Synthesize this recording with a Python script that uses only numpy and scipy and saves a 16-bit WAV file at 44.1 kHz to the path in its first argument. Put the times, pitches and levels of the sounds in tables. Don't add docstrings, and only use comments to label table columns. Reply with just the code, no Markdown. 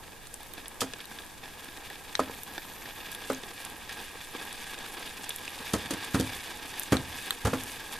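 import sys
import numpy as np
from scipy import signal
from scipy.fft import rfft, irfft, next_fast_len
from scipy.io import wavfile
from scipy.ndimage import map_coordinates

SR = 44100
rng = np.random.default_rng(int(sys.argv[2]) if len(sys.argv) > 2 else 0)


def persist_wave(psi):
    counts = np.round(np.clip(psi, -1, 1) * 32767).astype(np.int16)
    wavfile.write(sys.argv[1], SR, np.atleast_2d(counts).T)


N = 352359

# f/Hz, bandwidth/Hz, level/dB over the broad spectrum
PAN_RESONANCES = [(255, 37, 0.5), (474, 51, 6), (600, 106, -5.5), (833, 145, 4.5), (1427, 58, -16.5),
                  (1651, 160, 12), (1840, 79, 7.5), (1910, 77, 2.5), (2306, 250, 9), (2541, 122, 10.5),
                  (2814, 152, 7.5), (3433, 220, 5), (4210, 570, -5.5), (4520, 56, 6)]
# f/Hz, level/dB
GURGLE_SPECTRUM = [(60, -37.5), (150, -6), (260, 2), (500, -2), (1000, 0), (1400, -6), (2200, -16.5),
                   (6000, -79.5)]
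BUBBLE_SPECTRUM = [(200, -31), (800, -6), (1500, -1.5), (2600, -5.5), (3700, 3.5), (5000, -2.5),
                   (7000, -17.5), (14000, -36.5)]


def amp(db):
    return 10 ** (np.asarray(db) / 20)


def unit(x):
    return x / np.sqrt(np.mean(x ** 2) + 1e-20)


def along(points, hz):
    f, v = np.transpose(points)
    return np.interp(np.log(hz + 1), np.log(f), v)


def wobble(rate):
    knots = rng.standard_normal(int(N * rate / SR) + 4)
    return unit(map_coordinates(knots, [np.arange(N) * rate / SR]))


def fade(t, t60):
    return np.exp(-np.log(1000) * t / max(t60, 1e-4))


def add(track, s, sound):
    i = max(round(s * SR), 0)
    track[..., i:i + sound.shape[-1]] += sound[..., :N - i]


def response(spectrum, rings=(), size=8192):
    hz = np.fft.rfftfreq(size, 1 / SR)
    level = along(spectrum, hz) + sum(db / (1 + (2 * (hz - f) / width) ** 2) for f, width, db in rings)
    cepstrum = irfft(np.log(amp(level)))
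    cepstrum[1:size // 2] *= 2
    cepstrum[size // 2 + 1:] = 0
    h = irfft(np.exp(rfft(cepstrum)))
    return h / np.linalg.norm(h)


def through(x, h):
    return signal.fftconvolve(np.atleast_2d(x), np.atleast_2d(h), axes=1)[:, :N]


def filtered(x, gain):
    m = next_fast_len(N + SR // 2)
    return irfft(rfft(x, m) * gain(np.fft.rfftfreq(m, 1 / SR)), m)[..., :N]


def spread(pair, wider_db=0):
    # f/Hz, side level/dB re mid
    width = [(100, -16), (400, -10), (1400, -13), (2800, -11), (5500, -9), (10000, -5.5), (14000, -5)]
    side = filtered(pair[1], lambda hz: amp(along(width, hz) + wider_db))
    return np.array([pair[0] + side, pair[0] - side])


def crackle(rate, scatter_db, hiss):
    chance, size, place = rng.random(N), rng.standard_normal(N), rng.standard_normal(N)
    clicks = (chance < rate / SR) * amp(scatter_db * np.minimum(size, 2)) * rng.choice([-1, 1], N)
    return unit(unit(np.array([clicks, clicks * place])) + hiss * rng.standard_normal((2, N)))


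def poisson_events(start, per_s, top_db, range_db, count=200):
    wait, size, pitch, place = rng.random((count, 4)).T
    s = start + np.cumsum(-np.log(1 - wait)) / per_s
    return np.transpose([s, top_db - range_db * size, pitch, place])[s < N / SR]


def burner():
    # f/Hz, level/dB
    spectrum = [(10, 2), (25, 1.5), (45, -5.5), (80, -4), (140, -8.5), (300, -12.5), (700, -14.5),
                (3000, -25.5)]
    return amp(-52) * spread(through(rng.standard_normal((2, N)), response(spectrum)), wider_db=9)


def simmer():
    # t/s, level/dB
    heating = [(0.0, -54.5), (0.75, -51), (1.49, -50.5), (3.18, -46.5), (3.38, -47.5), (6.3, -43.5),
               (6.59, -45.5), (7.1, -44.5), (7.99, -45.5)]
    # f/Hz, level/dB
    sizzle_spectrum = [(500, -27), (2500, 3.5), (5000, -1.5), (7000, 1.5), (10000, 2.5), (12500, 0.5),
                       (14200, -2.5)]
    edges = [1500, 5500, 8000, 11000, 15000]
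    t = np.arange(N) / SR
    heat_db = np.interp(t, *np.transpose(heating))
    heat_db -= heat_db.max()
    dry_out_db = 0.46 * (t - N / SR / 2)
    activity = amp(0.8 * heat_db) ** 2
    flurry, surge_db = wobble(80), 1.2 * wobble(20)
    gurgle = crackle(600 * activity, scatter_db=4.5, hiss=0.87)
    gurgle *= amp(-48 + 0.48 * heat_db + 0.89 * flurry + 1.62 * wobble(14))
    bubbles = crackle(1500 * activity, scatter_db=3, hiss=0.77)
    bubbles *= amp(-44.5 + 0.8 * heat_db + 1.9 * flurry + surge_db)
    bands = [signal.butter(2, band, "bandpass", fs=SR, output="sos") for band in zip(edges, edges[1:])]
    ticks = sum(signal.sosfilt(sos, crackle(750 * activity, scatter_db=8, hiss=1.05)) for sos in bands)
    sizzle = unit(through(ticks, response(sizzle_spectrum)))
    sizzle *= amp(-50 + 0.43 * heat_db + dry_out_db + 1.6 * flurry + 0.11 * surge_db + 1.5 * wobble(35))
    dull = through(gurgle, response(GURGLE_SPECTRUM, PAN_RESONANCES))
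    bright = through(bubbles, response(BUBBLE_SPECTRUM, PAN_RESONANCES))
    return spread(dull + bright + sizzle, wider_db=-3.5)


def droplet_snaps():
    # t/s, level/dB, f/Hz, clink level/dB re snap, left minus right/dB
    loud = [(0.3419, -19.5, 9000, -30, 4), (0.6818, -20.5, 10100, -32, -1), (0.9357, -25.5, 6900, 5, 3),
            (2.1529, -12.5, 5800, 6.5, 2.5), (2.4341, -17, 11800, -19, 1.5), (3.1175, -20, 11200, -19, -2),
            (3.1498, -19.5, 10800, -14, 0), (3.3476, -24, 6070, -3, 0), (3.6507, -26, 9300, -18, -20),
            (5.2932, -10.5, 10900, -17, -1), (5.3614, -15.5, 11000, -15, -1), (6.7967, -8.5, 12400, -16, 2),
            (6.8341, -16, 9200, -21, 1), (6.9685, -19, 6800, 8, 2), (7.3074, -11, 12600, 5, 1.5),
            (7.6362, -17.5, 9700, -12, 4)]
    # f/Hz, level/dB
    clink_spectrum = [(300, -29), (1000, -4.5), (1700, -2), (2700, -9), (3400, 2), (3900, 4), (4400, 1.5),
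                      (5200, -38), (8000, -7), (14000, -34)]
    t = np.arange(SR // 20) / SR
    cracks, clinks = np.zeros((2, 2, N))
    low_hz, high_hz = 7000, 12100
    faint = [(s, db, low_hz + pitch * (high_hz - low_hz), -3, 17 * (place - 0.5))
             for s, db, pitch, place in poisson_events(start=0, per_s=4, top_db=-23.5, range_db=13)]
    for s, db, hz, clink_db, balance_db in loud + faint:
        balance = amp([[balance_db / 2], [-balance_db / 2]])
        fizz = rng.standard_normal((2, len(t))) * (0.22 * fade(t, 0.0093) + 0.032 * fade(t, 0.046))
        fizz[:, 0] = 0.93
        crack = np.sin(2 * np.pi * hz * t) * t * fade(t, 4 / hz)
        add(cracks, s, amp(db) * balance * through(fizz, crack / np.linalg.norm(crack)))
        add(clinks, s, amp(db + clink_db) * balance * fizz)
    return cracks + through(clinks, response(clink_spectrum))


def bubble_collapses():
    # t/s, level/dB, f/Hz, low knock level/dB re collapse
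    loud = [(0.5804, -24.5, 1670, 3.5), (0.6579, -21, 1810, -17), (0.9356, -18, 1680, -2),
            (0.993, -28, 1640, -9), (1.1139, -29.5, 1560, 8), (1.187, -24, 3400, -15),
            (1.438, -24.5, 2780, -3), (1.687, -25, 1690, -5), (1.9088, -33, 1700, 9),
            (2.2971, -34.5, 1700, 14.5), (2.5798, -13.5, 1660, -1.5), (2.8576, -23, 2200, -14),
            (3.4351, -25.5, 3500, 3.5), (3.8943, -21, 1810, -12), (4.3499, -28, 3540, 10.5),
            (4.4134, -20.5, 1700, -19), (4.7434, -22, 1650, -7), (5.3055, -19.5, 3600, -8),
            (5.4784, -20.5, 2760, -1)]
    modes = [1680, 1820, 3500]
    t = np.arange(SR // 25) / SR
    sharp, knock, tone = np.zeros((3, 2, N))
    events = poisson_events(start=0.55, per_s=6, top_db=-25, range_db=9)
    faint = [(s, db, modes[int(pitch * len(modes))], 1.5 - 24 * place) for s, db, pitch, place in events]
    for s, db, hz, knock_db in loud + faint:
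        blow = 0.15 * rng.standard_normal((2, len(t))) * fade(t, 0.027)
        blow[0, 0] += 1
        ring = np.sin(2 * np.pi * hz * t) * fade(t, 20 / hz)
        add(sharp, s, amp(db) * blow)
        add(knock, s, amp(db + knock_db) * blow)
        add(tone, s, amp(db) * through(blow, ring / np.linalg.norm(ring)))
    bright = through(sharp, response(BUBBLE_SPECTRUM, PAN_RESONANCES))
    dull = through(knock, response(GURGLE_SPECTRUM, PAN_RESONANCES))
    return spread(tone + bright + dull, wider_db=-0.5)


def steam_bursts():
    # t/s, pulse level/dB, f/Hz, base ring level/dB, splash level/dB, spray level/dB, lead/s
    pockets = [(0.8183, -16, 850, -26, -28, -25.5, 0.013), (2.195, -9, 810, -22.5, -25, -36, 0.0028),
               (3.3015, -18.5, 685, -23.5, -27.5, -37.5, 0.0032),
               (5.739, -22, 186, -51, -23.5, -26.5, 0.0048),
               (5.9083, -27.5, 700, -40, -30.5, -28.5, 0.0014),
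               (5.936, -30, 246, -41, -33.5, -36.5, 0.0012), (6.147, -15.5, 222, -19.5, -23.5, -30, 0.0034),
               (6.2004, -16.5, 282, -23, -31, -30.5, .002), (6.9244, -13, 200, -15.5, -17.5, -27, 0.0028),
               (7.453, -23.5, 102, -24.5, -23.5, -31, 0.0036), (7.473, -26.5, 131, -37, -26.5, -36, 0.0033),
               (7.5334, -21.5, 384, -21, -25.5, -38.5, 0.0022)]
    # f/Hz, level/dB, T60/s
    body_modes = [(74, 4, 0.16), (105, 3, 0.085), (169, -2, 0.054), (204, -1.5, 0.12), (314.5, -3.5, 0.17),
                  (390, 1, 0.032), (490, 6, 0.1), (540, 3.5, 0.065), (610, 0, .08), (766, -2, 0.072),
                  (1025, -8, 0.084), (1260, 16, 0.027)]
    # f/Hz, bandwidth/Hz, level/dB over the broad spectrum
    wall_resonances = [(3110, 220, 5), (3730, 130, -6.5), (4220, 280, -11), (4430, 310, 7), (5130, 320, 1),
                       (5770, 150, 0), (6600, 60, 9.5), (8400, 100, 1)]
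    # f/Hz, level/dB
    splash_spectrum = [(60, -18), (150, -5), (300, 3.5), (600, -0.5), (900, -7.5), (1300, -4.5),
                       (2000, -11), (4000, -29.5), (12000, -31)]
    slosh_spectrum = [(30, -25), (55, 2.5), (80, 12), (120, 8.5), (200, -0.5), (450, -13), (900, -5),
                      (3000, -54)]
    spray_spectrum = [(200, -40), (600, -6), (1500, -18), (3500, 3.5), (5000, -0.5), (7500, -2),
                      (10500, -2.5), (14000, -12)]
    t = np.arange(SR // 2) / SR
    base_hz, base_t60 = 262, 0.14
    base_ring = np.sin(2 * np.pi * base_hz * t) * fade(t, base_t60) * (1 - fade(t, 0.032))
    plops, spray_envelope = np.zeros((2, N))
    splash, slosh = np.zeros((2, 2, N))
    for s, db, hz, ring_db, splash_db, spray_db, lead in pockets:
        phase = np.pi * (hz * t - 1)
        pulse = amp(db) * (2 * phase ** 2 - 1) * np.exp(-phase ** 2)
        modes = sum(amp(level + rng.normal()) * np.cos(2 * np.pi * f * t) * fade(t, t60)
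                    for f, level, t60 in body_modes)
        add(plops, s - 1 / hz, pulse)
        add(plops, s - 1 / hz, amp(-45.5) * through(pulse, modes * (1 - fade(t, 0.003)))[0])
        add(plops, s, amp(ring_db) * base_ring)
        add(splash, s - 0.001, amp(splash_db) * rng.standard_normal((2, len(t))) * fade(t, 0.12))
        slosh_gain = amp(db - 17) / (1 + (hz / 300) ** 2)
        add(slosh, s, slosh_gain * rng.standard_normal((2, len(t))) * fade(t, 0.61))
        spray_t60 = 0.073 + 4.3 * lead
        add(spray_envelope, s - lead, amp(spray_db) * (1 - fade(t, 0.34 * lead)) * fade(t, spray_t60))
    water = through(splash, response(splash_spectrum)) + through(slosh, response(slosh_spectrum))
    spray = spray_envelope * crackle(2500, scatter_db=-8.5, hiss=0.85)
    drops = through(spray, response(spray_spectrum, wall_resonances))
    return plops + spread(water, wider_db=-11) + spread(drops, wider_db=0.5)


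def drying_spot():
    # f/Hz, level/dB
    spectrum = [(3000, -50), (9000, -30), (12000, 0), (13300, 2), (14500, -14)]
    peak_s, rise_s, fall_s = 2.84, 0.83, 0.45
    t = np.arange(N) / SR - peak_s
    swell = np.exp(-(t / np.where(t < 0, rise_s, fall_s)) ** 2)
    ticks = amp(-56) * swell * crackle(3000, scatter_db=0, hiss=0.95)
    return spread(through(ticks, response(spectrum)), wider_db=-2)


def kitchen(x):
    # f/Hz, T60/s
    decay_times = [(100, 0.57), (500, 0.24), (3000, 0.048), (12000, 0.091)]
    hz, t, noise = signal.stft(rng.standard_normal((2, SR // 2)), SR, nperseg=256)
    decay = amp(-60 * t / along(decay_times, hz)[:, None])
    tail = signal.istft(noise * decay, SR, nperseg=256)[1]
    delayed = np.pad(x.mean(axis=0), (round(0.0053 * SR), 0))
    return spread(through(delayed, tail / np.linalg.norm(tail[0])))


def scene():
    pops = steam_bursts() + bubble_collapses() + droplet_snaps()
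    mix = pops + amp(-18) * kitchen(pops) + simmer() + drying_spot() + burner()
    return mix * amp([[-0.4], [0.4]])


def record(dry):
    cutoff_hz = 14300
    return filtered(dry, lambda hz: hz < cutoff_hz)


dry = scene()
out = record(dry)
persist_wave(out)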